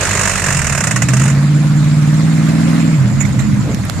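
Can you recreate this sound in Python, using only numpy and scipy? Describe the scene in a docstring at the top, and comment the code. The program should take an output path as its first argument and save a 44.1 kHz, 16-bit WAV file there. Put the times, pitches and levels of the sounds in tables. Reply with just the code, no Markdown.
"""A snowy car park, a V8 pickup sliding past close to a stereo microphone, tyres churning the snow.
First the turbo flutters: air blown back through it in fast chuffs that slow, quicken and die by 1.3 s
as the engine takes load. Uneven firings ring the exhaust pipe in a drone, with a rasp from the engine
bay and a hiss at the intake. Near 3 s, off the throttle, the drone falls into a ragged burble.
Last, a wheel ploughs through deeper snow and a few sharp clicks sound on the right."""
import sys
import numpy as np
from scipy import signal
from scipy.fft import rfft, irfft
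from scipy.io import wavfile
from scipy.ndimage import uniform_filter1d

SR = 44100
rng = np.random.default_rng(int(sys.argv[2]) if len(sys.argv) > 2 else 0)


def file_out(sig):
    """Save sig as 16-bit WAV at sys.argv[1]."""
    # one column per channel
    cols = np.atleast_2d(sig).T
    # limit, then scale
    lim = np.clip(cols, -1, 1)
    pcm = np.round(lim * 32767).astype(np.int16)
    wavfile.write(sys.argv[1], SR, pcm)


N = 176400
T = np.arange(N) / SR

# engine speed (t/s, four-stroke cycles/Hz)
ENGINE_SPEED = [(0, 12.4), (.7, 12.2), (1.0, 15.1), (1.25, 17.1), (1.5, 18.3), (1.78, 18.6), (2.08, 18.6),
                (2.25, 19.95), (2.45, 19.6), (2.58, 20.2), (2.78, 20.55), (2.945, 19.6), (3.0, 16.2),
                (3.1, 14.6), (3.16, 17.6), (3.5, 17.5), (3.72, 14.5)]
# manner of firing (t/s, exponent on cylinder strength, roughness 0-1)
FIRING = [(0, 1.3, 0.26), (.85, 1.2, 0.32), (1.1, 0.21, 0.19), (1.4, 0.64, 0.16), (2.1, 1.1, 0.08),
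          (2.3, 0.79, 0.11), (2.88, 0.98, 0.14), (3.05, 0.82, 0.14), (3.25, 1.3, 0.55)]
# cylinders in firing order (relative strength); (1 on the far bank, else 0)
CYLINDER_STRENGTH = [1.05, 1.48, 1.16, 0.77, 0.26, 2.3, 0.21, 1.58]
FAR_BANK = [1, 0, 1, 0, 0, 1, 0, 1]
# exhaust pipe resonances (f/Hz, gain/dB)
PIPE_COLOUR = [(25, -44), (60, -44.5), (100, -9), (130, 4), (155, 1.5), (185, -4), (220, -4), (265, -8.5),
               (312, -7), (345, -32), (400, -57), (700, -48), (1500, -78)]
# the pipe's low drone and the bark of its upper orders (t/s, level/dB)
DRONE_LEVEL = [(0, -38), (.45, -29.5), (.55, -17.5), (.66, -21.5), (.9, -20), (1.1, -11.5), (1.5, -10.5),
               (2.15, -10.5), (2.85, -16), (2.96, -10.5), (3.08, -11.5), (3.15, -20), (3.55, -22.5),
               (3.8, -16.5), (3.87, -59), (4, -23)]
BARK_LEVEL = [(0, -38.5), (.8, -40.5), (1.1, -22.5), (1.5, -21), (2.1, -20.5), (2.3, -18.5), (2.55, -15.5),
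              (2.88, -14), (3.02, -30), (3.5, -21.5), (3.85, -29)]
# bearing of the exhaust from the microphone (t/s, left channel delay/s)
BEARING = [(1.1, 0), (1.7, -.00035), (2.8, -.00055), (3.6, .0005)]
# engine bay rasp under load (t/s, level/dB); (f/Hz, gain/dB)
RASP_LEVEL = [(1.5, -52), (2.7, -30.5), (3.1, -39.5)]
RASP_COLOUR = [(380, -35.5), (530, 8.5), (650, 12), (780, -28), (1070, 8), (1400, -15), (1720, 0),
               (2060, 5), (2400, -9), (4000, -39)]

# fast turbo flutter (t/s, chuff rate/Hz)
FLUTTER_RATE = [(0, 49.7), (.2, 48.8), (.35, 49.3), (.41, 45), (.47, 47.3), (.56, 47.3), (.6, 37.9),
                (.77, 37.9)]
# its low buzz, harmonics 1 to 4 (level/dB)
BUZZ_HARMONICS = [-29, -22, -40, -28.5]
# single gulps after the flutter (t/s, peak/dB)
GULPS = [(0.7755, -14), (0.8035, -15), (0.8366, -13), (0.8686, -13.5), (0.9076, -13), (0.9582, -13),
         (1.0184, -13), (1.084, -14), (1.133, -15), (1.166, -18), (1.1947, -18.5), (1.214, -19.5),
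         (1.234, -20), (1.2544, -19), (1.277, -19), (1.298, -21)]
# chuffed air at the microphone (f/Hz, gain/dB); (f/Hz, left over right/dB); (f/Hz, coherence)
CHUFF_COLOUR = [(210, -29), (400, -6), (660, -1), (800, -9), (1050, -0.5), (1900, 3), (2310, -3.5),
                (2690, 0), (3200, -16), (4400, -18), (5600, -6.5), (5980, -8.5), (7050, 0.5), (7700, -6.5),
                (8400, -4), (9500, -18), (14500, -30)]
CHUFF_PAN = [(400, -0.5), (1100, -2), (1950, -5.5), (2700, -3), (3500, 4.5), (5000, 5), (7000, -22),
             (8700, -13.5), (14000, -33)]
CHUFF_COHERENCE = [(900, .87), (2300, .8), (5000, 0)]

# the truck's low rumble and the pipe's hollow burble, each (t/s, level/dB); (f/Hz, gain/dB)
RUMBLE_LEVEL = [(0, -24.5), (.6, -26.5), (1.3, -22), (1.5, -25.5), (2.85, -28), (3.25, -20.5)]
RUMBLE_COLOUR = [(20, -32), (36, -25), (50, -2.5), (80, 3.5), (200, 2), (400, -37), (900, -53)]
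BURBLE_LEVEL = [(0, -55), (.6, -28.5), (1.1, -20), (1.5, -46), (2.9, -36), (3.0, -16.5), (3.17, -14),
                (3.41, -15), (3.53, -10), (3.58, -15.5), (3.88, -29)]
BURBLE_COLOUR = [(70, -34), (115, -3), (140, -2), (175, -26.5), (204, 1), (232, -16), (290, -22.5),
                 (380, -34.5), (700, -68)]

# tyres in snow, before their trims (t/s, churn/dB, spray/dB)
TYRE_LEVELS = [(0, -22, -27.5), (.7, -30.5, -36), (1.4, -30, -37.5), (1.8, -31.5, -38), (2.75, -28, -34.5),
               (3.07, -32, -40.5), (3.95, -34, -39.5)]
# crushed snow at the microphone (f/Hz, gain/dB); (f/Hz, left over right/dB); (f/Hz, coherence)
SNOW_COLOUR = [(220, -9.5), (400, -1), (650, -1), (800, -5), (1150, -2), (2050, -5.5), (3100, -13.5),
               (3900, -11), (5700, -14.5), (8400, -16), (11500, -23), (14500, -53)]
SNOW_PAN = [(600, 2), (1700, -6.5), (2700, 3.5), (4200, 6.5), (5800, -0.5), (7500, -11), (14000, -7)]
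SNOW_COHERENCE = [(500, .85), (1600, .5), (4000, 0)]
# a wheel in deeper snow (t/s, width/s, peak/dB, f/Hz)
PLOUGH = (3.69, .04, -24.5, 390)

# intake hiss (t/s, level before trim/dB); (f/Hz, gain/dB)
HISS_LEVEL = [(1.1, -41.5), (2.85, -37.5), (3.09, -39), (3.5, -39.5), (3.95, -38.5)]
HISS_COLOUR = [(900, -3.5), (1500, -6.5), (2500, -1), (3200, -13.5), (5500, -17), (6500, -7), (7300, 2.5),
               (8100, -15.5), (10000, -26.5), (14000, -25.5)]
# spurts of air at the intake (t/s, peak/dB)
SPURTS = [(2.483, -29.5), (2.799, -30.5), (3.204, -23.5), (3.25, -27.5), (3.39, -24)]
# sharp clicks (t/s, peak/dB, lowest f/Hz, highest f/Hz)
CLICKS = [(3.7466, -18, 1500, 9000), (3.852, -25, 8500, 14000), (3.8971, -13, 500, 3500),
          (3.8985, -14, 600, 9000)]


def exhaust(bank_lag_cycles=.027, stumble_s=.0018, misfire_db=4, bark_above_hz=181.3):
    """Eight unequal firings a cycle, from two banks, ring the pipe and bay; off load they stumble."""
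    speed = curve(ENGINE_SPEED)
    firing_count = np.floor(np.cumsum(speed) / SR * len(CYLINDER_STRENGTH))
    fired = np.flatnonzero(np.diff(firing_count))
    cylinder = np.arange(len(fired)) % len(CYLINDER_STRENGTH)
    stumble, misfire = rng.standard_normal((len(fired), 2)).T * curve(FIRING, column=2)[fired]
    late_s = np.take(FAR_BANK, cylinder) * bank_lag_cycles / speed[fired] + stumble_s * stumble
    strength = np.take(CYLINDER_STRENGTH, cylinder) ** curve(FIRING)[fired] * amp(misfire_db * misfire)
    pulses = np.bincount(np.abs(fired + late_s * SR).astype(int), strength, N)[:N]
    pipe = ring(pulses, PIPE_COLOUR)
    drone = signal.sosfiltfilt(signal.butter(8, bark_above_hz, fs=SR, output="sos"), pipe, padtype="even")
    bark = steady(pipe - drone) * amp(curve(BARK_LEVEL))
    right = steady(drone) * amp(curve(DRONE_LEVEL)) + bark + rasp(pulses)
    left = np.interp(T - curve(BEARING), T, right)
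    return np.array([left, right]) * pan(-1.4)


def rasp(pulses, spit_s=.001, spit_db=-2.5):
    """Under load each firing, with a short spit of gas, rings the engine bay."""
    spit = signal.lfilter([1], [1, -np.exp(-1 / (spit_s * SR))], pulses) * noise()[0]
    bay = ring(unit(pulses) + amp(spit_db) * unit(spit), RASP_COLOUR)
    return steady(bay) * amp(curve(RASP_LEVEL))


def turbo(start_s=.007, jitter_s=.0007, flutter_db=-15.4):
    """Air chuffs back through the intake: an uneven fast flutter with a low buzz, then single gulps."""
    rate = curve(FLUTTER_RATE)
    running = (T > start_s) * (T < FLUTTER_RATE[-1][0])
    chuff_count = np.ceil(np.cumsum(rate * running) / SR)
    onsets = np.flatnonzero(np.diff(chuff_count))
    jitter, uneven_db = rng.standard_normal((len(onsets), 2)).T
    fast_chuffs = zip(T[onsets] + jitter_s * jitter, flutter_db + uneven_db)
    flutter_power = sum(chuff(s, db, decay_s=.009) ** 2 for s, db in fast_chuffs)
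    gulp_power = sum(chuff(s, db, decay_s=.0093) ** 2 for s, db in GULPS)
    air = patchy(spread(noise(), CHUFF_COLOUR, CHUFF_COHERENCE, CHUFF_PAN), depth_db=1)
    phase = 2 * np.pi * np.cumsum(rate) / SR
    buzz = sum(amp(db) * np.sin(k * phase) for k, db in enumerate(BUZZ_HARMONICS, 1))
    buzz_fade = uniform_filter1d(running * 1., size=8000)
    return np.sqrt(flutter_power + gulp_power) * air + buzz * buzz_fade * pan(-2.3)


def chuff(start_s, db, decay_s, attack_s=.0034, hold_s=.0027, tail_db=-11.5, tail_s=.038):
    """Envelope of one gulp of air: a quick rise, a fast fall and a softer tail."""
    age = np.maximum(T - start_s, 0)
    fall = np.maximum(age - attack_s - hold_s, 0)
    decay = np.hypot(np.exp(-fall / decay_s), amp(tail_db) * np.exp(-fall / tail_s))
    return amp(db) * np.minimum(age / attack_s, 1) * decay


def rumble_and_burble():
    """The truck rumbles over packed snow, and its pipe burbles off load."""
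    layers = (RUMBLE_COLOUR, RUMBLE_LEVEL), (BURBLE_COLOUR, BURBLE_LEVEL)
    return sum(steady(spread(noise(), colour, coherence=[(1, .61)], balance=[(1, 0)])) * amp(curve(level))
               for colour, level in layers) * pan(-2)


def tyres(grains_per_s=900, grain_spread_db=19, crunch_db=-8, spray_above_hz=3060):
    """Tyres crush the snow in dense grains: a dull churn and a finer spray."""
    grains = (rng.random((2, N)) < grains_per_s / SR) * noise()
    grains *= amp(grain_spread_db * np.minimum(rng.exponential(1, (2, N)), 2))
    crunch = noise() + amp(crunch_db) * unit(grains)
    snow = patchy(spread(crunch, SNOW_COLOUR, SNOW_COHERENCE, SNOW_PAN), depth_db=2)
    churn = signal.sosfiltfilt(signal.butter(4, spray_above_hz, fs=SR, output="sos"), snow)
    churn_db, spray_db = curve(TYRE_LEVELS) + 1, curve(TYRE_LEVELS, column=2) + 2  # trims
    return unit(churn) * amp(churn_db) + unit(snow - churn) * amp(spray_db)


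def plough():
    """A wheel ploughs through deeper snow with a short dull scrunch, dead centre."""
    peak_s, width_s, db, hz = PLOUGH
    scrunch = unit(band(noise()[0], hz / 2, hz * 1.5))
    return scrunch * amp(db) * np.exp(-.5 * ((T - peak_s) / width_s) ** 2)


def intake(hiss_trim_db=-1):
    """Right of the microphone, air drawn through the spinning turbo hisses and escapes in spurts."""
    hiss = spread(noise(), HISS_COLOUR, coherence=[(1500, .3), (7000, 1)],
                  balance=[(1500, -9), (7000, -28)])
    hiss_power = amp(curve(HISS_LEVEL) + hiss_trim_db) ** 2
    spurt_power = sum(chuff(s, db, decay_s=.021) ** 2 for s, db in SPURTS)
    return patchy(hiss, depth_db=4.5) * np.sqrt(hiss_power + spurt_power)


def clicks(decay_s=.0012):
    """Dry ticks, well to the right, that die within a few milliseconds."""
    return sum(unit(band(noise()[0], lo, hi)) * amp(db) * (T >= s) * np.exp(-abs(T - s) / decay_s)
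               for s, db, lo, hi in CLICKS) * pan(-14)


def amp(db):
    """Decibels to gain."""
    return 10 ** (np.asarray(db) / 20)


def unit(x):
    """Scales to rms 1."""
    return x / np.sqrt(np.mean(x ** 2) + 1e-20)


def steady(x):
    """Evens out the slow level to rms 1."""
    return x / np.sqrt(uniform_filter1d(uniform_filter1d(x ** 2, size=4800), size=4800) + 1e-12)


def curve(rows, column=1):
    """One column of a time table, at every sample."""
    rows = np.array(rows)
    return np.interp(T, rows[:, 0], rows[:, column])


def at_hz(points, hz):
    """Reads a spectrum table on a log-frequency axis."""
    f, value = np.transpose(points)
    return np.interp(np.log(hz + 1), np.log(f + 1), value)


def pan(db):
    """Channel gains for a level of left over right."""
    ratio = amp(np.atleast_1d(db))
    return 2 * np.array([ratio, np.ones_like(ratio)]) / (1 + ratio)


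def ring(x, colour):
    """Minimum-phase filter with the given colour."""
    log_gain = np.log(amp(at_hz(colour, abs(np.fft.fftfreq(2 ** 14, 1 / SR)))))
    response = np.fft.ifft(np.exp(np.conj(signal.hilbert(log_gain)))).real
    return signal.fftconvolve(x, response[:len(response) // 2])[:N]


def band(x, lo_hz, hi_hz):
    """Band-pass."""
    return signal.sosfilt(signal.butter(2, [lo_hz, hi_hz], "band", fs=SR, output="sos"), x)


def noise():
    """Two channels of white noise."""
    return rng.standard_normal((2, N))


def spread(pair, colour, coherence, balance):
    """Colours two unrelated signals and makes them a partly alike stereo pair."""
    hz = np.fft.rfftfreq(N, 1 / SR)
    left, other = rfft(pair)
    alike = np.clip(at_hz(coherence, hz), -1, 1)
    right = alike * left + np.sqrt(1 - alike ** 2) * other
    gains = pan(at_hz(balance, hz))
    mid_gain = np.sqrt((gains ** 2).sum(0) + 2 * alike * gains.prod(0) + 1e-9)
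    stereo = irfft(np.array([left, right]) * gains / mid_gain * amp(at_hz(colour, hz)), N)
    return stereo / stereo.mean(0).std()


def patchy(x, depth_db):
    """Random patches of level over time and frequency."""
    spectra = signal.stft(x, nperseg=512)[2]
    patches = unit(uniform_filter1d(uniform_filter1d(rng.standard_normal(spectra.shape[1:]), 7, 0), 5, 1))
    return signal.istft(spectra * amp(depth_db * patches), nperseg=512)[1][:, :N]


def scene():
    """The truck at close range in the open car park."""
    return exhaust() + rumble_and_burble() + turbo() + tyres() + plough() + intake() + clicks()


def record(dry):
    """The microphone signal, clipped at full scale and cut above 14.7 kHz."""
    low_pass = signal.firwin(401, 14700, window=("kaiser", 8), fs=SR)
    return signal.oaconvolve(np.clip(dry, -1, 1), low_pass[None], "same")


dry = scene()
out = record(dry)
file_out(out)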